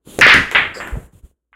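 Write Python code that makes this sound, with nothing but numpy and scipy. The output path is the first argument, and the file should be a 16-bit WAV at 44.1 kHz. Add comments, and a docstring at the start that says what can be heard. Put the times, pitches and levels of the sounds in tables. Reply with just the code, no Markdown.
"""A small, hard-walled room with a cloth-covered billiard table. An arm swings and tosses a ball, which
bounces twice, clacks against other balls and rolls off into the cushions; dull thuds follow, and a last
far clack. Clacks and ticks are short pulses coloured by table and room, thuds are damped swings of the
table, and the cloth rumbles, hisses and swishes as grainy noise over a faint hum.
The close microphone's limiter flattens the loudest clacks and its gate turns down the quiet."""
import sys
import numpy as np
from scipy import signal
from scipy.fft import rfft, irfft
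from scipy.io import wavfile
from scipy.ndimage import uniform_filter1d, minimum_filter1d

SR = 44100
rng = np.random.default_rng(int(sys.argv[2]) if len(sys.argv) > 2 else 0)


def transcribe(u):
    """Save the signal u as a 16-bit wav file named by the first command-line argument.

    u: samples, shape (n,) or (channels, n), limited to [-1, 1]; the rate is SR.
    q: integer samples, one column per channel.
    """
    v = np.clip(np.atleast_2d(u).T, -1, 1)
    q = np.round(v * 32767).astype(np.int16)
    wavfile.write(sys.argv[1], SR, q)


N = 68355


def undb(db):
    """Decibels to gain."""
    return 10 ** (np.asarray(db) / 20)


def unit(x):
    """Scale to rms 1."""
    return x / np.sqrt(np.mean(x ** 2))


def decay(t, t60):
    """A fade that loses 60 dB every t60 seconds."""
    return np.exp(-np.log(1000) * t / t60)


def on_bins(points, stretch=1):
    """An EQ curve over log frequency, read at every bin of a double-length spectrum."""
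    hz, db = np.array(points, float).T
    return np.interp(np.log(np.arange(N + 1) * SR / (2 * N) + 1), np.log(hz * stretch), db)


def impulse(db):
    """The shortest causal pulse with this spectrum."""
    cepstrum = irfft(np.log(undb(db)))
    cepstrum[1:N] *= 2
    cepstrum[N + 1:] = 0
    return irfft(np.exp(rfft(cepstrum)))[:N]


def noise(db):
    """Noise of rms 1 with this spectrum."""
    return unit(irfft(rfft(rng.standard_normal(2 * N)) * undb(db))[:N])


def grain(depth_db=1, rate_hz=96.6):
    """Quick random unevenness of the cloth, as a gain."""
    wobble = np.interp(np.arange(N) / SR * rate_hz, np.arange(N), rng.standard_normal(N))
    return undb(depth_db * wobble)


def rub(fader, colour):
    """Contact with cloth: coloured, grainy noise riding a level curve."""
    level_db = np.interp(np.arange(N) / SR, *np.array(fader).T)
    return noise(on_bins(colour)) * grain() * undb(level_db)


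def hum(hz=58, db=-66.5):
    """A faint, low, steady tone under everything."""
    return undb(db) * unit(np.sin(2 * np.pi * hz * np.arange(N) / SR))


def rolling():
    """Balls rumble low as they roll over the cloth."""
    # swells of the rumble: t/s, level/dB
    fader = [(0, -65.5), (.04, -65), (.075, -43.5), (.17, -42.5), (.3, -34), (.5, -42), (.62, -31.5),
             (.74, -44), (.85, -38.5), (.98, -38), (1.06, -53), (1.1, -61), (1.17, -59.5), (1.215, -62.5),
             (1.26, -55.5), (1.31, -76), (1.345, -68), (1.55, -77.5)]
    # its dark colour: f/Hz, level/dB
    colour = [(25, 2), (60, 0.5), (130, 0.5), (300, 2), (480, 0.5), (800, -16.5), (1500, -15.5),
              (3000, -41.5), (16000, -70)]
    return rub(fader, colour)


def arm_swing():
    """The arm swings forward with a soft rub and lets go."""
    # rise and fall of the rub: t/s, level/dB
    fader = [(0, -90), (.035, -74), (.06, -54.5), (.095, -43), (.13, -43.5), (.18, -45), (.33, -48),
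             (.45, -71.5), (.55, -100)]
    # its airy colour: f/Hz, level/dB
    colour = [(150, -2), (280, 5.5), (600, -3), (1200, -6.5), (2100, -10), (3200, 2.5), (4400, -5.5),
              (5400, -15.5), (7000, 0.5), (8400, -6.5), (10500, 0.5), (13000, -9.5), (16000, -13.5)]
    return rub(fader, colour)


def room(room_db, build_s=0.0033, scatter_db=1, scatter_t60_s=0.0061):
    """Direct sound, scatter off balls and rails, near reflections and a diffuse tail."""
    # reverb time of the room: f/Hz, t60/s
    reverb_times = [(60, 0.26), (250, 0.2057), (800, 0.3972), (2000, .37), (4000, 0.3335), (8000, 0.43),
                    (16000, 0.2939)]
    # reflections off the nearest surfaces: delay/s, level/dB
    echoes = [(.007, -11), (.0095, -15.5), (0.0115, -8.5)]
    t = np.arange(N) / SR
    hz, times, cells = signal.stft(rng.standard_normal(N), SR, nperseg=256)
    bands, band_t60 = np.array(reverb_times).T
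    t60 = np.interp(np.log(hz + 1), np.log(bands), band_t60)
    tail = signal.istft(cells * decay(times, t60[:, None]))[1][:N]
    tail *= 1 - np.exp(-t / build_s)
    low_cut = signal.butter(2, 1200, "high", fs=SR, output="sos")  # long waves pass small things by
    scatter = signal.sosfilt(low_cut, rng.standard_normal(N) * decay(t, scatter_t60_s))
    response = (unit(tail) * undb(room_db) + unit(scatter) * undb(scatter_db)) / np.sqrt(N)
    for delay, db in echoes:
        response[int(delay * SR)] += undb(db + min(room_db, 0))  # close sounds stand clear of them
    response[0] += 1
    return response


def strike(pulse, start, db, room_db):
    """Sound a pulse in the room; its level is the direct energy spread over 10 ms."""
    pulse = pulse * np.sqrt(SR / 100 / np.sum(pulse ** 2)) * undb(db)
    return np.pad(signal.fftconvolve(pulse, room(room_db)), (int(start * SR), 0))[:N]


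def thuds(top_hz=1100):
    """The table gives a few heavily damped swings at each blow."""
    # ball against slate, cushion or frame: t/s, level/dB, f/Hz, t60/cycles, reverb/dB
    hits = [(0.073, -38, 260, 2.7, 2.5), (0.1876, -16, 432, 2.43, 0), (0.211, -19.5, 165, 2.8, 8.5),
            (.2652, -11, 486, 4.1, -2), (0.291, -21, 60.2, 2, -8.5), (0.345, -17, 270, 1.6, 4.5),
            (0.36, -19.5, 95, 2, 5.5), (0.393, -26, 195, 4.4, 0), (0.513, -49.5, 432, 6.2, 18.5),
            (0.668, -31.5, 87, 8.5, -6), (0.76, -36.5, 486, 9, 7), (0.922, -14.5, 52, 5.7, -29.5),
            (0.955, -34, 517, 1.33, -1.5), (0.9695, -21, 128, 2.2, -5.5), (1.025, -37, 63.3, 3, 0.5),
            (1.133, -43.5, 130, 3.5, -4), (1.149, -38.5, 75, 3, 2.5), (1.234, -30, 47.4, 3, -4),
            (1.239, -51, 170, 2, 5), (1.272, -54.5, 59.9, 3.95, 3.5), (1.312, -62.5, 426, 4.2, -8)]
    t, out = np.arange(N) / SR, 0
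    soften = signal.butter(2, top_hz, fs=SR, output="sos")
    for start, db, hz, cycles, room_db in hits:
        attack = 1 - np.exp(-hz * t)
        swing = np.sin(2 * np.pi * hz * t) * decay(t, cycles / hz) * attack
        out += strike(signal.sosfilt(soften, swing), start, db, room_db)
    return out


def rustle():
    """Balls brush the cloth with a light hiss."""
    # swells of the hiss: t/s, level/dB
    fader = [(0, -90), (.1, -71), (.14, -42), (.35, -54), (.6, -59), (.73, -64), (.76, -48.5),
             (1.06, -53.5), (1.1, -75), (1.14, -60.5), (1.195, -57.5), (1.22, -73), (1.25, -59.5),
             (1.305, -63), (1.34, -81.5), (1.55, -84.5)]
    # its colour: f/Hz, level/dB
    colour = [(200, 12.5), (1000, 1.5), (2000, -4), (3200, 0), (5200, -12.5), (7200, 2), (10000, 0),
              (13000, -3), (16000, -10)]
    return rub(fader, colour)


def ticks(root_hz=7000):
    """The bright edge of the hardest contacts."""
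    # hard contacts: t/s, level/dB, f/Hz, reverb/dB
    hits = [(0.1902, -26, 7000, -2.5), (0.2116, -2.5, 6800, -25), (0.2174, -29, 7650, -12),
            (0.268, -20.5, 7000, -13), (0.2916, -20.5, 7230, -12), (0.3414, -26.5, 6990, 2.5),
            (.5135, -38, 7600, 6.5), (.8747, -44.5, 9000, 0)]
    # colour of a tick at the root pitch: f/Hz, level/dB
    colour = [(200, -11), (2000, 2.5), (4700, -12), (6500, -2), (8500, -11), (10000, -7.5), (12000, -17),
              (16000, -24)]
    return sum(strike(impulse(on_bins(colour, hz / root_hz)), start, db, room_db)
               for start, db, hz, room_db in hits)


def clacks(root_hz=2000):
    """Hard balls do not ring: each contact is one short pulse, and the table and room do the rest."""
    # ball against ball: t/s, level/dB, f/Hz, bass/dB, treble/dB, reverb/dB
    hits = [(0.2123, 3, 1860, -7.5, 15.5, 6), (.2692, 3.5, 1976, -5.5, 14.5, -2),
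            (0.2913, 5, 1933, -7, 13, -0.5), (0.5147, -25.5, 1990, 7.5, 5.5, 2.5),
            (.5490, -3.5, 2100, 0, -7.5, 2), (.802, -31.5, 1815, 7, -4, 11),
            (0.8734, -33.5, 1713, 9, -7, 4.5), (1.5297, -46, 1728, -6.5, -22, 1)]
    # colour of a clack at the root pitch: f/Hz, level/dB
    colour = [(60, -23.5), (300, -19.5), (750, -14.5), (1150, -10), (1550, -4.5), (2000, -0.5),
              (2600, -7.5), (3400, -13.5), (4200, -27), (5300, -40), (8000, -66.5), (16000, -68)]
    low_shelf, high_shelf = on_bins([(700, 1), (1600, 0)]), on_bins([(3300, 0), (5000, 1)])
    out = 0
    for start, db, hz, bass_db, treble_db, room_db in hits:
        spectrum_db = on_bins(colour, hz / root_hz) + bass_db * low_shelf + treble_db * high_shelf
        out += strike(impulse(spectrum_db), start, db, room_db)
    return out


def swish(start_s=0.741, attack_s=0.0022, hold_s=0.047):
    """A short rub that starts at once and fades in a few broad resonances."""
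    # resonances of the rub: f/Hz, width/Hz, level/dB, t60/s
    resonances = [(1440, 1100, -37, 0.31), (4800, 670, -40, 0.12), (7440, 910, -45, 0.55),
                  (11100, 680, -59.5, 0.47)]
    t, out = np.arange(N) / SR - start_s, 0
    bin_hz = np.arange(N + 1) * SR / (2 * N)
    for hz, width, db, t60 in resonances:
        band = noise(-20 * np.log10(1 + (2 * (bin_hz - hz) / width) ** 2))
        out += band * undb(db) * decay(np.maximum(t - hold_s, 0), t60)
    return out * np.clip(t / attack_s, 0, 1) * grain()


def scene():
    """The hits over a bed of cloth noise and hum, in mono."""
    return (clacks() + ticks() + thuds() + rolling() + rustle() + arm_swing() + swish() + hum())[None]


def record(dry):
    """A low cut, a fast limiter whose overshoot is rounded off, a gate on the quietest sound, a top cut."""
    low_cut_hz, top_cut_hz = 18, 15800
    limit, hold, ceiling = 1.445, int(0.003 * SR), 0.99
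    gate_db, gate_range_db = -51.5, -14
    x = signal.sosfilt(signal.butter(2, low_cut_hz, "high", fs=SR, output="sos"), dry[0])
    limiter_gain = limit / np.maximum(abs(x), limit)
    x = x * uniform_filter1d(minimum_filter1d(limiter_gain, hold), hold)
    envelope = abs(signal.hilbert(x))
    x = x / (1 + (envelope / ceiling) ** 8) ** (1 / 8)  # soft knee
    level_db = 10 * np.log10(np.abs(uniform_filter1d(x ** 2, size=900)) + 1e-12)
    gate = undb(np.clip(level_db - gate_db, gate_range_db, 0))
    top_cut = signal.ellip(8, .2, 70, top_cut_hz, fs=SR, output="sos")
    return signal.sosfilt(top_cut, x * gate)[None]


dry = scene()
out = record(dry)
transcribe(out)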